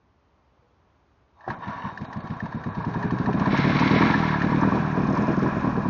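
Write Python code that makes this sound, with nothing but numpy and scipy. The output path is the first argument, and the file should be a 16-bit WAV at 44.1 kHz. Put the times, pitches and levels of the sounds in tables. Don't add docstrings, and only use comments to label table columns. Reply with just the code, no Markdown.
import sys
import numpy as np
from scipy import signal
from scipy.fft import rfft, irfft
from scipy.io import wavfile
from scipy.ndimage import uniform_filter1d

SR = 44100
rng = np.random.default_rng(int(sys.argv[2]) if len(sys.argv) > 2 else 0)


def int16_out(signal):
    q = np.round(np.clip(np.atleast_2d(signal).T, -1, 1) * 32767)
    wavfile.write(sys.argv[1], SR, q.astype(np.int16))


def attenuation_scalar(level_db):
    decades = np.asarray(level_db, float) / 20
    return 10 ** decades


N = 259749

# (time [s], rate [strokes/s])
SPEED = [(1.5, 11.06), (2.04, 12.47), (2.36, 15.75), (2.77, 18.55), (2.771, 19.95), (3.26, 27.58),
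         (3.64, 36.81), (3.8, 37.0), (4.09, 43.48), (4.23, 40.08), (4.39, 35.46), (4.52, 36.75),
         (4.8, 42.97), (4.82, 39.44), (4.98, 37.3), (5.32, 42.17), (5.46, 41.89), (5.89, 35.44)]
FIRST_STROKE_S, IDLE_PER_S = 1.4981, 39
# (time [s], echo level [dB])
BURN = [(1.5, -24.5), (1.7, -23.5), (2.05, -22), (2.35, -20), (2.75, -18), (2.9, -18), (3.3, -13.5),
        (3.6, -10.5), (4.1, -9.5), (4.7, -12.5), (5.2, -16), (5.89, -11)]
CATCHES_S = [3.673, 3.835, 3.938, 4.035, 4.439, 4.549, 4.652, 4.75, 5.005, 5.109, 5.21, 5.306, 5.45, 5.647,
             5.86]
FEEBLE_S = [2.235, 3.0, 3.237, 3.376, 3.501, 3.725, 4.491, 4.701, 5.156, 5.519, 5.546, 5.595, 5.62, 5.697,
            5.721, 5.75, 5.83]
HALF_BURNS_S = [3.563, 5.256, 5.352, 5.399, 5.495]
# (from [s], to [s])
COASTING = [
    (4.17, 4.42),
    (4.79, 4.96),
]
# (time [s], puff [dB], echo [dB])
BURN_DEVIATIONS = [(1.498, 1.5, 0.5), (1.675, 0.0, 1), (1.846, -3.5, 0.5), (2.01, -5.5, 1), (2.164, -1, 1),
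                   (2.302, -2.5, 2), (2.429, 0.5, 0.5), (2.55, 1, 1), (2.664, 0.0, 0.5), (2.774, -2.5, 2.5),
                   (2.87, 3, 0.5), (2.96, 0.0, -1), (3.003, 5.5, -9), (3.045, 1, 1), (3.126, 5, -1.5),
                   (3.202, 2, -1), (3.239, 6, 0.5), (3.276, -0.5, 1), (3.345, 1.5, -0.5), (3.378, 2, 1.5),
                   (3.411, 0.5, 2.5), (3.473, 1.5, 1.5), (3.503, 2, 2), (3.533, 1.5, -0.5), (3.562, 1, 8),
                   (3.59, 1.5, 0.5), (3.645, -2, 0.5), (3.673, -0.5, -2.5), (3.7, 0.0, -1.5), (3.727, 2, -1),
                   (3.754, -1.5, -0.5), (3.808, -2.5, 1), (3.835, -1, -6), (3.861, 0.0, 1), (3.912, 4, 0.5),
                   (3.937, 2.5, 1), (3.962, 2, 0.0), (4.011, 4, 1), (4.035, 4.5, -2), (4.058, -3, -0.5),
                   (4.104, 1.5, -2), (4.151, -1, -3),
                   (4.439, -2, 1), (4.466, 1.5, -5), (4.494, 2, 1), (4.521, 1, -1.5), (4.548, 1, -2.5),
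              (4.575, -3, 0.0), (4.626, 1.5, 3), (4.652, 2.5, -1), (4.677, 3.5, 2), (4.702, -4, -3.5),
              (4.726, 3, 1.5), (4.75, 2, -1), (4.774, -2.5, -0.5), (4.978, 3, 2), (5.004, 1, -2),
              (5.031, -6, 2.5), (5.083, -5, 3.5), (5.109, 0.5, 0.0), (5.134, 1, 0.5), (5.159, -3, 1.5),
              (5.184, 2.5, 4.5), (5.209, 2, -1.5), (5.233, 0.0, 0.5), (5.258, -5, 1), (5.282, 1.5, 2.5),
              (5.306, 3, -1), (5.33, -1, -2), (5.353, -7, 1.5), (5.377, 0.5, 2), (5.401, 0.0, -6.5),
              (5.425, 0.5, 1.5), (5.449, 3, -2), (5.472, 0.0, -0.5), (5.496, -1, 4.5), (5.521, 0.5, 1.5),
              (5.57, 1.5, -0.5), (5.62, -2, 0.0), (5.646, -0.5, -2), (5.671, -1, 2.5), (5.724, 4, -0.5),
              (5.777, -1.5, -1), (5.831, 3, -3), (5.859, -4, -3.5), (5.887, -1, -9)]
HALF_BURN_DB = -18.5
PUFF_OVER_ECHO_DB = -1.8
SLOW_BURN_DB, SLOW_PUFF_LOSS = -19.5, 0.43
FEEBLE_ECHO_DB, FEEBLE_PUFF_DB = -6, -28.5
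UNBURNT_DB, UNBURNT_DB_PER_DECADE, FIRST_UNBURNT_DB = -21.5, 29.5, 6
COAST_ECHO_DB, NO_ECHO_DB = -27.5, -56.5
COAST_LAG_S, COAST_WIDER = .005, 1.05
COAST_PUFF_DB, COAST_FIRST_DB, COAST_SAG_DB_PER_S, LATE_COAST_DB = -15.5, 2, -12, -2.5

# (time [s], round trip [ms], late echoes [dB])
PIPE = [
    (1.5, 10.3, 3.5),
    (1.8, 11.0, 3.5),
    (2.65, 9.35, 3.5),
    (2.9, 8.27, -14.0),
    (3.3, 7.3, -14.0),
    (4.0, 6.82, -4.0),
    (4.6, 6.95, -4.0),
    (5.4, 6.92, -14.0),
    (5.89, 7.59, -14.0),
]
PUFF = [(-.1, .2, .45), (-.28, -.42, .11), (0, .85, .142), (-.02, .16, .06), (.42, -.44, .147),
        (1.09, -.31, .15), (1.62, .38, .146), (2.35, .12, .22)]
ECHOES = [(-.1, -.2, .45), (.67, -.51, .134), (1.03, .9, .168), (1.46, .52, .14), (1.86, .45, .163),
          (2.25, .49, .148), (2.81, .28, .19)]
# (frequency [cycles/round trip], level [dB], t60 [s])
SILENCER = [(1.5, -15, 0.19), (1.31, -18, 0.17), (1.9, -14.5, 0.11), (2.2, -4, 0.063), (0.99, -22.5, 0.75),
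            (4.1, -22, 0.11), (1.2, -31, 0.017)]
# (frequency [cycles/round trip], level [dB], t60 [s])
PIPE_RING = (1.06, -13, .12)
# (time [s], silencer [dB], tailpipe bark [dB])
BEARING = [
    (1.5, -7, -30.5),
    (3.0, 9, -27),
    (3.4, 1, -14),
    (4.6, 3.5, -17),
    (5.1, 4.5, -11.5),
    (5.89, 1, -9.5),
]
# (frequency [Hz], level [dB], t60 [s])
TAILPIPE = [(636.5, -0.4, 0.053), (464.6, -4.5, 0.081), (377.3, -0.5, 0.052)]

# (time [s], level [dB])
THROTTLE = [(3.35, 0.5), (3.505, 12), (3.516, 22), (3.77, 22.5), (3.98, 24.5), (4.11, 20), (4.36, 14),
            (4.57, 8.5), (4.8, -0.5), (5.66, -4.5), (5.89, -10.5)]
# (time [s], level [dB])
STARTER = [
    (1.36, -23),
    (1.43, -14),
    (1.474, -3),
    (1.482, 20.5),
    (1.6, -2),
    (1.686, 14.5),
    (1.832, 8),
    (1.96, -0.5),
]
# (idle level [dB], slope [dB/decade of speed], throttle share [1], strain share [1])
LAYERS = [
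    (-32.5, 21.5, 0.14, 0.42),
    (-36.5, 31, 0.26, 0.73),
    (-52.5, 26.5, 0.82, 0.7),
    (-56, 36.5, 0.14, .3),
]
# (frequency [Hz], density [dB/Hz])
RUMBLE = [(15, -36.5), (25, -4.5), (54, -26.5), (160, 0), (275, -2.5), (432, -9.5), (487, -9), (628, -13),
          (900, -21.5), (1170, -42), (1980, -120)]
# (frequency [Hz], density [dB/Hz])
ROAR = [(1120, -27), (1900, 2), (2210, 4.5), (2590, -6), (3110, -9.5), (3940, -6), (4220, -10), (4560, -18),
        (5520, -15.5), (6610, -34), (7270, -39.5), (9450, -71.5), (16000, -120)]
# (frequency [Hz], width [Hz], level [dB])
CASE = [(632, 103, -4.5), (877, 240, -1.5), (924.6, 55.3, 2.5), (982.6, 56, 0.5), (1133, 66, 0.5)]
# (frequency [Hz], width [Hz], level [dB])
COVER = [(1310, 203, 1.5), (1665, 108, 4.5), (1764, 45, 1), (1871, 67, -3)]
# (frequency [Hz], width [Hz], level [dB])
GEARS = [(2424, 120, 27), (3940, 63, 1.5), (5360, 170, 7.5), (6100, 62, -3.5), (6800, 590, -0.5)]
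# (frequency [Hz], width [Hz], level [dB])
FINS = [(2080, 34, 1.5), (2196, 73, 3.5), (2390, 44, -2.5), (2637, 76, -5.5), (3000, 48, -10.5),
        (3095, 13, -9), (3410, 48, -6.5), (3620, 30, -9), (3800, 24, -10.5), (3960, 25, -6),
        (4520, 77, -9.5)]
FINS_DB = -1
# (frequency [Hz], width [Hz], level [dB])
TIMING = [(3690, 45, 2), (3834, 45, 1), (4410, 60, -6)]
# (time [s], level [dB])
TIMING_LEVEL = [(1.55, -77), (1.65, -66), (1.9, -62), (2.0, -67.5), (2.8, -65.5), (3.4, -61.5),
                (4.0, -54.5), (4.6, -67), (5.89, -68.5)]

# (time [s], peak [dB], cover share [dB])
KNOCKS = [(1.412, -45, -12), (1.478, -32, -7), (1.502, -20.5, -7), (1.514, -26, -21), (1.605, -33, -5.5),
          (1.78, -30, -28), (1.808, -43, -5), (1.834, -30, -12), (1.869, -35, -21), (1.894, -29, -16),
          (2.048, -31, -20), (2.127, -28.5, -11), (2.167, -39, -10), (2.276, -40, -24), (2.46, -23.5, -23),
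          (2.523, -26, -9), (2.641, -29.5, -15), (2.746, -29, -14), (2.803, -23.5, -24), (2.84, -20, -17),
          (2.947, -22.5, -10.5), (3.026, -20, -10.5), (3.066, -29, -8), (3.101, -21, -23),
          (3.147, -26, -26), (3.259, -20.5, -8), (3.287, -17, -16), (3.395, -21.5, -10), (3.42, -15, -31),
          (3.456, -16.5, -10), (3.542, -13.5, -9), (3.577, -30.5, -13), (3.637, -21.5, -2),
          (3.774, -23, -18), (3.818, -11, -15.5), (3.905, -13, -18), (4.018, -7, -9), (4.095, -13, -8.5),
          (4.136, -16.5, 1), (4.209, -25.5, -15), (4.233, -15, -4.5), (4.284, -19, -4), (4.337, -13.5, -7),
          (4.421, -26, -9), (4.527, -14.5, -13.5), (4.612, -15.5, -12), (4.631, -12, -14),
          (4.718, -14, -12.5), (4.765, -16.5, -18), (4.861, -23, -9), (4.941, -26, -19), (5.088, -16, -33),
          (5.169, -17.5, -13.5), (5.319, -42, -10), (5.461, -22.5, -8), (5.49, -30, 1), (5.609, -41, -5),
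          (5.69, -24, -21), (5.758, -28, -24), (5.842, -23, -25),
          (1.426, -54, -15),
    (1.441, -39, -3),
    (1.448, -49, -10),
    (1.464, -44, -11),
    (1.536, -38, -10),
    (1.551, -40, -11),
]
KNOCK_SMEAR_S = .005
# (time [s], peak [dB])
KICK = [
    (1.465, -53),
    (1.4775, -33),
    (1.486, -40.5),
    (1.506, -45.5),
    (1.52, -49.5),
    (1.545, -60),
    (3.288, -28.5),
]
# (frequency [Hz], level [dB], t60 [s])
FRAME = [(192.4, 6, 0.044), (345, 2.5, 0.11), (410, -3.5, 0.17), (557, -6, 0.25), (760, 9.5, 0.038)]

# (time [s], peak [dB], brightness [dB])
VALVE = [(1.407, -48, -21), (1.4783, -44, -16), (1.502, -26.5, -23.5), (1.6075, -42.5, -30),
         (1.9744, -26, -26), (2.0102, -43, -14), (2.1265, -34, -28), (2.3025, -39.5, -14),
         (2.4562, -37.5, -16), (3.5736, -29, -9), (2.0464, -41.5, -13), (2.167, -46, -11),
         (2.2018, -36, -21), (2.4024, -29, -52.5), (3.7948, -36, -1), (4.4175, -21, -21)]
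# (frequency [Hz], level [dB], t60 [s])
TAPPET = [(1783, 2.5, 0.027), (1648, 4.5, 0.014), (2420, -19, 0.018)]
# (frequency [Hz], width [Hz], level [dB])
ROCKER = [(2340, 1300, 5.5), (3100, 660, 8), (3840, 160, 6), (4260, 400, 6), (5430, 1500, -3.5),
          (6550, 600, -31)]
# (from [s], to [s])
VALVE_SPAN_S = (2.1, 3.6)
VALVE_LEAD_STROKES = .48
VALVE_DB, VALVE_DB_PER_DECADE, VALVE_BRIGHT_DB, VALVE_SPREAD_DB = -27, 28, -17, 1.5
WARM_LOSS_DB, WARM_BRIGHT_DB = -13, 1.5
REV_TICK_SHARE = 0.3
# (time [s], peak [dB])
PUSHROD = [(4.609, -42), (4.71, -61), (4.7514, -56), (4.8558, -58), (4.9155, -51), (4.9607, -51.5),
           (5.0188, -50), (5.042, -53), (5.0692, -44.5), (5.0992, -44), (5.1262, -43), (5.149, -40.5),
           (5.1714, -41.5), (5.2203, -42.5), (5.2684, -43.5), (5.318, -47), (5.366, -46), (5.39, -43),
           (5.4264, -46), (5.4752, -48), (5.5821, -57), (5.6075, -58), (5.6925, -48), (5.811, -60)]
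# (frequency [Hz], width [Hz], level [dB])
HEAD = [(5290, 350, -5), (5760, 150, -27), (5950, 370, -11.5)]

# (time [s], rate [teeth/s], level [dB])
RATCHET = [
    (1.58, 190, -68),
    (1.63, 160, -36.5),
    (1.7, 168, -38),
    (1.8, 155, -39),
    (1.89, 140, -32.5),
    (1.94, 84, -58),
]
# (frequency [Hz], width [Hz], level [dB])
RATCHET_BODY = [(930, 56, 0), (1027, 82, -2), (1120, 25, 3.5), (1450, 150, -11.5), (1770, 84, -6.5),
                (2250, 470, -23.5), (2766, 130, -18.0), (2980, 300, -24.5), (3650, 95, -22),
                (3800, 60, -23.5), (4360, 75, -27.5), (5670, 290, -35)]
# (time [s], frequency [Hz], level [dB])
PANEL = [
    (2.78, 410, -60),
    (2.9, 414, -43),
    (3.06, 417, -38),
    (3.3, 422, -42),
    (3.5, 428, -45),
    (3.58, 430, -60),
]
# (frequency [Hz], level [dB], t60 [s])
SPRING = [
    [(.62, -64)],
    [(483, 1.5, 0.42)],
]
# (frequency [Hz], density [dB/Hz])
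TRAFFIC = [(15, -68), (25, -24), (66, 5), (119, -2.5), (169, -8.5), (444, -10.5), (488, -15.5),
           (536, -12.5), (1090, -12.5), (1590, -21), (7000, -39.5), (9100, -75), (15400, -120)]
TRAFFIC_DB = -62.5

CUTOFF_HZ = 7500
# (from [s], to [s], above [Hz])
DROPOUTS = [(1.535, 1.56, 4300), (1.555, 1.59, 3300), (2.05, 2.065, 4700), (2.065, 2.105, 4200),
            (2.175, 2.23, 4700), (2.3, 2.325, 5200), (2.34, 2.36, 5600), (2.48, 2.49, 5700),
            (2.555, 2.61, 5600), (2.685, 2.735, 4500), (2.81, 2.835, 5200), (3.075, 3.1, 4700),
            (3.36, 3.385, 5200), (3.49, 3.52, 6000), (3.97, 3.99, 5800)]
DROPOUT_KEEP_DB = 2
TOP_KEEP_DB, TOP_FROM_HZ = -38.5, 6000


def exhaust():
    lead, length, head_length = 400, 9000, 2600
    out, t = np.zeros(N + length), (np.arange(length) - lead) / SR
    pipe_s, trip_ms, late_db = np.transpose(PIPE)
    bearing_s, silencer_db, _ = np.transpose(BEARING)
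    rows = strokes()
    chance = rng.standard_normal((len(rows), len(SILENCER), 2))
    for (s, peak_db, echo_db), own in zip(rows, chance):
        trips = t / np.interp(s, pipe_s, trip_ms) * 1000
        late = attenuation_scalar(np.interp(s, pipe_s, late_db))
        wider = COAST_WIDER if echo_db == COAST_ECHO_DB else 1
        wave, head = np.zeros(length), trips[:head_length]
        for delay, height, width in PUFF:
            wave[:head_length] += attenuation_scalar(peak_db) * height * puff(head - delay * wider, width * wider)
        for k, (delay, height, width) in enumerate(ECHOES):
            gain = late if k > 2 else 1
            wave[:head_length] += attenuation_scalar(echo_db) * height * gain * puff(head - delay, width)
        after = np.maximum(trips - 1.5, 0)
        for (cycles, mode_db, t60), (detune, strength) in zip(SILENCER, own):
            fade = attenuation_scalar(-60 * np.maximum(t, 0) / t60) * np.minimum(3 * after, 1) / (1 + late)
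            level_db = min(echo_db, -10) + mode_db + np.interp(s, bearing_s, silencer_db) + 6 + 2.0 * strength
            wave += attenuation_scalar(level_db) * fade * np.sin(2 * np.pi * cycles * (1 + .02 * detune) * after)
        cycles, ring_db, t60 = PIPE_RING
        if echo_db < peak_db - 8:
            fade = attenuation_scalar(peak_db + ring_db - 60 * np.maximum(t, 0) / t60) * np.clip(trips + 1.2, 0, 1)
            wave += fade * np.cos(2 * np.pi * cycles * trips)
        start = round(s * SR) - lead
        out[start:start + length] += wave
    return out[:N]


def puff(t, width):
    return (1 - (t / width) ** 2) * np.exp(-(t / width) ** 2 / 2)


def strokes():
    t, turned, speed = crank()
    count = np.arange(int(turned[-1]) + 1)
    s, first = np.interp(count, turned, t), count % 2 == 0

    def among(times_s):
        return np.abs(s[:, None] - times_s).min(axis=1) < .008

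    coasting = np.any([(s > a) & (s < b) for a, b in COASTING], axis=0)
    burn_db = np.interp(s, *np.transpose(BURN)) + HALF_BURN_DB * among(HALF_BURNS_S)
    slow_loss_db = SLOW_PUFF_LOSS * np.minimum(burn_db - SLOW_BURN_DB, 0) * (count > 0)
    puff_db = burn_db + PUFF_OVER_ECHO_DB + slow_loss_db
    unburnt_db = UNBURNT_DB + UNBURNT_DB_PER_DECADE * np.interp(s, t, speed) + FIRST_UNBURNT_DB * first
    since_s = np.min([np.where(s > a, s - a, 9) for a, b in COASTING], axis=0)
    coast_db = COAST_PUFF_DB + COAST_FIRST_DB * first + COAST_SAG_DB_PER_S * since_s
    coast_db = coast_db + LATE_COAST_DB * (s > COASTING[1][0])
    kinds = [among(FEEBLE_S), coasting, first | among(CATCHES_S + HALF_BURNS_S)]
    peak_db = np.select(kinds, [puff_db + FEEBLE_PUFF_DB, coast_db, puff_db], unburnt_db)
    echo_db = np.select(kinds, [burn_db + FEEBLE_ECHO_DB, COAST_ECHO_DB, burn_db], NO_ECHO_DB)
    own_s, own_puff_db, own_echo_db = np.transpose(BURN_DEVIATIONS)
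    listed = np.abs(s[:, None] - own_s) < .008
    peak_db, echo_db = peak_db + listed @ own_puff_db, echo_db + listed @ own_echo_db
    return np.c_[s + COAST_LAG_S * coasting, peak_db, echo_db]


def crank():
    step_s = .0005
    t = np.arange(FIRST_STROKE_S, N / SR, step_s)
    per_s = np.interp(t, *np.transpose(SPEED))
    return t, (np.cumsum(per_s) - per_s[0]) * step_s, np.log10(per_s / IDLE_PER_S)


def bark():
    s, peak_db, echo_db = np.transpose(strokes()[:-1])
    at_s, _, bark_db = np.transpose(BEARING)
    level_db = np.minimum(peak_db, echo_db) + np.interp(s, at_s, bark_db)
    return strike(np.c_[s - .002, level_db], TAILPIPE, 0.0001)


def engine_noise():
    t = np.arange(N) / SR
    on = np.clip((t - 1.3) / 0.12, 0, 1) ** 2
    early = np.clip((t - 1.46) / .04, 0, 1)
    case_db, cover_db, roar_db, gear_db = layer_levels()
    flow = gas_flow(.22)
    throb = ((flow + 0.00089) / uniform_filter1d(flow + 0.0055, size=8000)) ** 0.26
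    rumble = attenuation_scalar(-23.5) * (flow + .07 * early) * coloured(RUMBLE)
    shake = attenuation_scalar(0.81 * drift(30))
    case = attenuation_scalar(case_db + 0.44 * drift(40)) * rms_one(resonate(grains(2500, 2.15), CASE))
    cover = attenuation_scalar(cover_db + 0.39 * drift(40)) * rms_one(resonate(grains(2500, 2.8), COVER))
    flutter = 1 + 0.15 * uniform_filter1d(np.abs(grains(640, 2.6)), size=60) * 60
    roar = attenuation_scalar(roar_db + 0.59 * drift(45)) * throb * coloured(ROAR) * flutter
    teeth = grains(5000, 2.5)
    gears = attenuation_scalar(gear_db + 7.0 + 2 * drift(25)) * throb * rms_one(resonate(teeth, GEARS))
    fins = attenuation_scalar(roar_db + FINS_DB + 1.6 * drift(33)) * throb * rms_one(resonate(grains(3000, 5.1), FINS))
    timing = attenuation_scalar(in_time(TIMING_LEVEL)[0] + 2.0 * drift(17)) * rms_one(resonate(teeth, TIMING))
    return on * (rumble + shake * (case + cover + roar + gears + fins + timing))


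def layer_levels():
    t, _, speed = crank()
    speed = np.interp(np.arange(N) / SR, t, speed)
    (throttle_db,), (strain_db,) = in_time(THROTTLE), in_time(STARTER)
    return [idle_db + slope_db * speed + opened * throttle_db + strained * strain_db
            for idle_db, slope_db, opened, strained in LAYERS]


def gas_flow(t60):
    s, peak_db, echo_db = np.transpose(strokes())
    jumps = np.zeros(N)
    jumps[(s * SR).astype(int)] = attenuation_scalar(np.minimum(echo_db, -10)) + .3 * attenuation_scalar(peak_db)
    return uniform_filter1d(signal.lfilter([1], [1, -attenuation_scalar(-60 / (t60 * SR))], jumps), size=200)


def knocks():
    s, peak_db, cover_db = np.transpose(KNOCKS)
    case = [(hz, level_db, 2.11 / width) for hz, width, level_db in CASE]
    cover = [(hz, level_db, 4.2 / width) for hz, width, level_db in COVER]
    on_case = strike(np.c_[s - .001, peak_db - 6.5], case, 0.0018, KNOCK_SMEAR_S)
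    on_cover = strike(np.c_[s - .001, peak_db + cover_db - 6.5], cover, 0.0032, KNOCK_SMEAR_S)
    return on_case + on_cover + strike(KICK, FRAME, 0.00015)


def valve():
    s, peak_db, bright_db = np.transpose(closings())
    crack = crackle(s, peak_db + bright_db + 4.5, 0.056, 260)
    return strike(np.c_[s, peak_db - 2], TAPPET, 0.00063) + resonate(crack, ROCKER)


def closings():
    t, turned, speed = crank()
    s = np.interp(np.arange(2, turned[-1], 2) - VALVE_LEAD_STROKES, turned, t)
    s = s[s > VALVE_SPAN_S[0]]
    warm = s > VALVE_SPAN_S[1]
    throttle_db = np.interp(s, *np.transpose(THROTTLE))
    peak_db = VALVE_DB + VALVE_DB_PER_DECADE * np.interp(s, t, speed)
    peak_db = peak_db + (WARM_LOSS_DB + REV_TICK_SHARE * throttle_db) * warm
    peak_db = peak_db + VALVE_SPREAD_DB * rng.standard_normal(len(s))
    return np.r_[VALVE, np.c_[s, peak_db, VALVE_BRIGHT_DB + WARM_BRIGHT_DB * warm]]


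def pushrods():
    s, peak_db = np.transpose(PUSHROD)
    return 30 * resonate(crackle(s, peak_db - 20.0, 0.045, 150), HEAD)


def ratchet():
    per_s, _ = in_time(RATCHET)
    turns = np.floor(np.cumsum(per_s * (1 + 0.088 * drift(80))) / SR)
    clicks = np.diff(turns, prepend=0) * attenuation_scalar(4 * (turns % 2) + 2 * rng.standard_normal(N))
    scrape = uniform_filter1d(clicks, size=110) * (1.2 + rng.standard_normal(N))
    return attenuation_scalar(in_time(RATCHET, before=-120)[1]) * rms_one(resonate(scrape, RATCHET_BODY))


def panel():
    hz, _ = in_time(PANEL)
    level_db = in_time(PANEL, before=-120)[1] + 1 + 3 * drift(30)
    return attenuation_scalar(level_db) * np.sin(2 * np.pi * np.cumsum(hz) / SR)


def stand_spring():
    return strike(*SPRING, .004)


def paving_echo(metal):
    late = np.r_[np.zeros(170), metal][:N]
    return attenuation_scalar(-24.0) * signal.lfilter([.3], [1, -.7], late)


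def traffic():
    return attenuation_scalar(TRAFFIC_DB + 0.87 * drift(2.1)) * coloured(TRAFFIC)


def strike(events, modes, contact_s, smear_s=0):
    out, t = 0, np.arange(300) / SR / contact_s
    touch = t * np.exp(-t) / np.sum(t * np.exp(-t))
    for hz, mode_db, t60 in modes:
        force, own = np.full(N, 1e-18), rng.standard_normal((len(events), 2))
        for (s, peak_db), (strength, phase) in zip(events, own):
            shake = np.cos(2 * np.pi * hz * t * contact_s + 3 * phase)
            lag_s = smear_s * (s > 2.2) * (min(abs(phase), 2) - .5)
            push = 2 * attenuation_scalar(peak_db + mode_db + 2.0 * strength) * touch * shake
            force[round((s + lag_s) * SR):][:300] += push
        r, w = attenuation_scalar(-60 / (t60 * SR)), 2 * np.pi * hz / SR
        out = out + signal.lfilter([0, np.sin(w)], [1, -2 * r * np.cos(w), r * r], force)
    return out


def crackle(s, level_db, t60, onset_samples):
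    jolts = np.zeros(N)
    jolts[(s * SR).astype(int)] = attenuation_scalar(level_db)
    soft = uniform_filter1d(jolts, size=onset_samples) * 2
    return signal.lfilter([1], [1, -attenuation_scalar(-60 / (t60 * SR))], soft) * rng.standard_normal(N)


def resonate(x, peaks):
    out = 0
    for k, (hz, width, level_db) in enumerate(peaks):
        r = np.exp(-np.pi * width / SR)
        top = attenuation_scalar(level_db) * (-1) ** k * (1 - r * r) / 2
        poles = [1, -2 * r * np.cos(2 * np.pi * hz / SR), r * r]
        out = out + signal.lfilter([top, 0, -top], poles, x + 1e-18)
    return out


def grains(per_s, spread_db):
    when, size, sign = rng.random((3, N))
    return (when < per_s / SR) * attenuation_scalar(-spread_db * np.log(size + 0.0013)) * np.sign(sign - .5)


def coloured(spectrum):
    hz, level_db = np.transpose(spectrum)
    grid_hz = np.maximum(np.fft.rfftfreq(N, 1 / SR), 1)
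    gain = attenuation_scalar(np.interp(np.log(grid_hz), np.log(hz), level_db))
    return rms_one(irfft(rfft(rng.standard_normal(N)) * gain, N))


def rms_one(x):
    return x / np.sqrt(np.mean(x ** 2) + 1e-20)


def in_time(rows, before=None):
    s, *columns = np.transpose(rows)
    return [np.interp(np.arange(N) / SR, s, c, left=before, right=before) for c in columns]


def drift(rate):
    knots = rng.standard_normal(int(N / SR * 200) + 2)
    return np.interp(np.arange(N) / SR * min(rate, 150), np.arange(len(knots)), knots)


def scene():
    metal = engine_noise() + knocks() + valve() + pushrods() + ratchet() + panel() + stand_spring()
    return (exhaust() + bark() + metal + paving_echo(metal) + traffic())[None]


def drop_weak_treble(x):
    hz, s, lines = signal.stft(x, SR, window="cosine", nperseg=1024)
    power = np.abs(lines) ** 2
    middle = power[..., (hz > 500) & (hz < 2000), :].mean(axis=-2)
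    hz = hz[:, None]
    keep = (hz < TOP_FROM_HZ) | (uniform_filter1d(power, size=4, axis=-2) > attenuation_scalar(2 * TOP_KEEP_DB) * middle)
    band = uniform_filter1d(power, size=40, axis=-2)
    strong = uniform_filter1d(power, size=3, axis=-2) > attenuation_scalar(2 * DROPOUT_KEEP_DB) * band
    for from_s, to_s, above_hz in DROPOUTS:
        keep &= strong | (hz < above_hz) | (s < from_s) | (s > to_s)
    return signal.istft(lines * keep, SR, window="cosine", nperseg=1024)[1][..., :N]


def low_pass(x):
    return signal.sosfilt(signal.butter(12, 7420, fs=SR, output="sos"), x)


def record(dry):
    thin = signal.sosfilt(signal.butter(1, 40, "high", fs=SR, output="sos"), dry)
    rounded = 0.57 * np.tanh(thin / 0.6)
    cut = signal.sosfilt(signal.cheby2(12, 60, CUTOFF_HZ + 400, fs=SR, output="sos"), rounded)
    mix = drop_weak_treble(cut)
    return low_pass(mix)


dry = scene()
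out = record(dry)
int16_out(out)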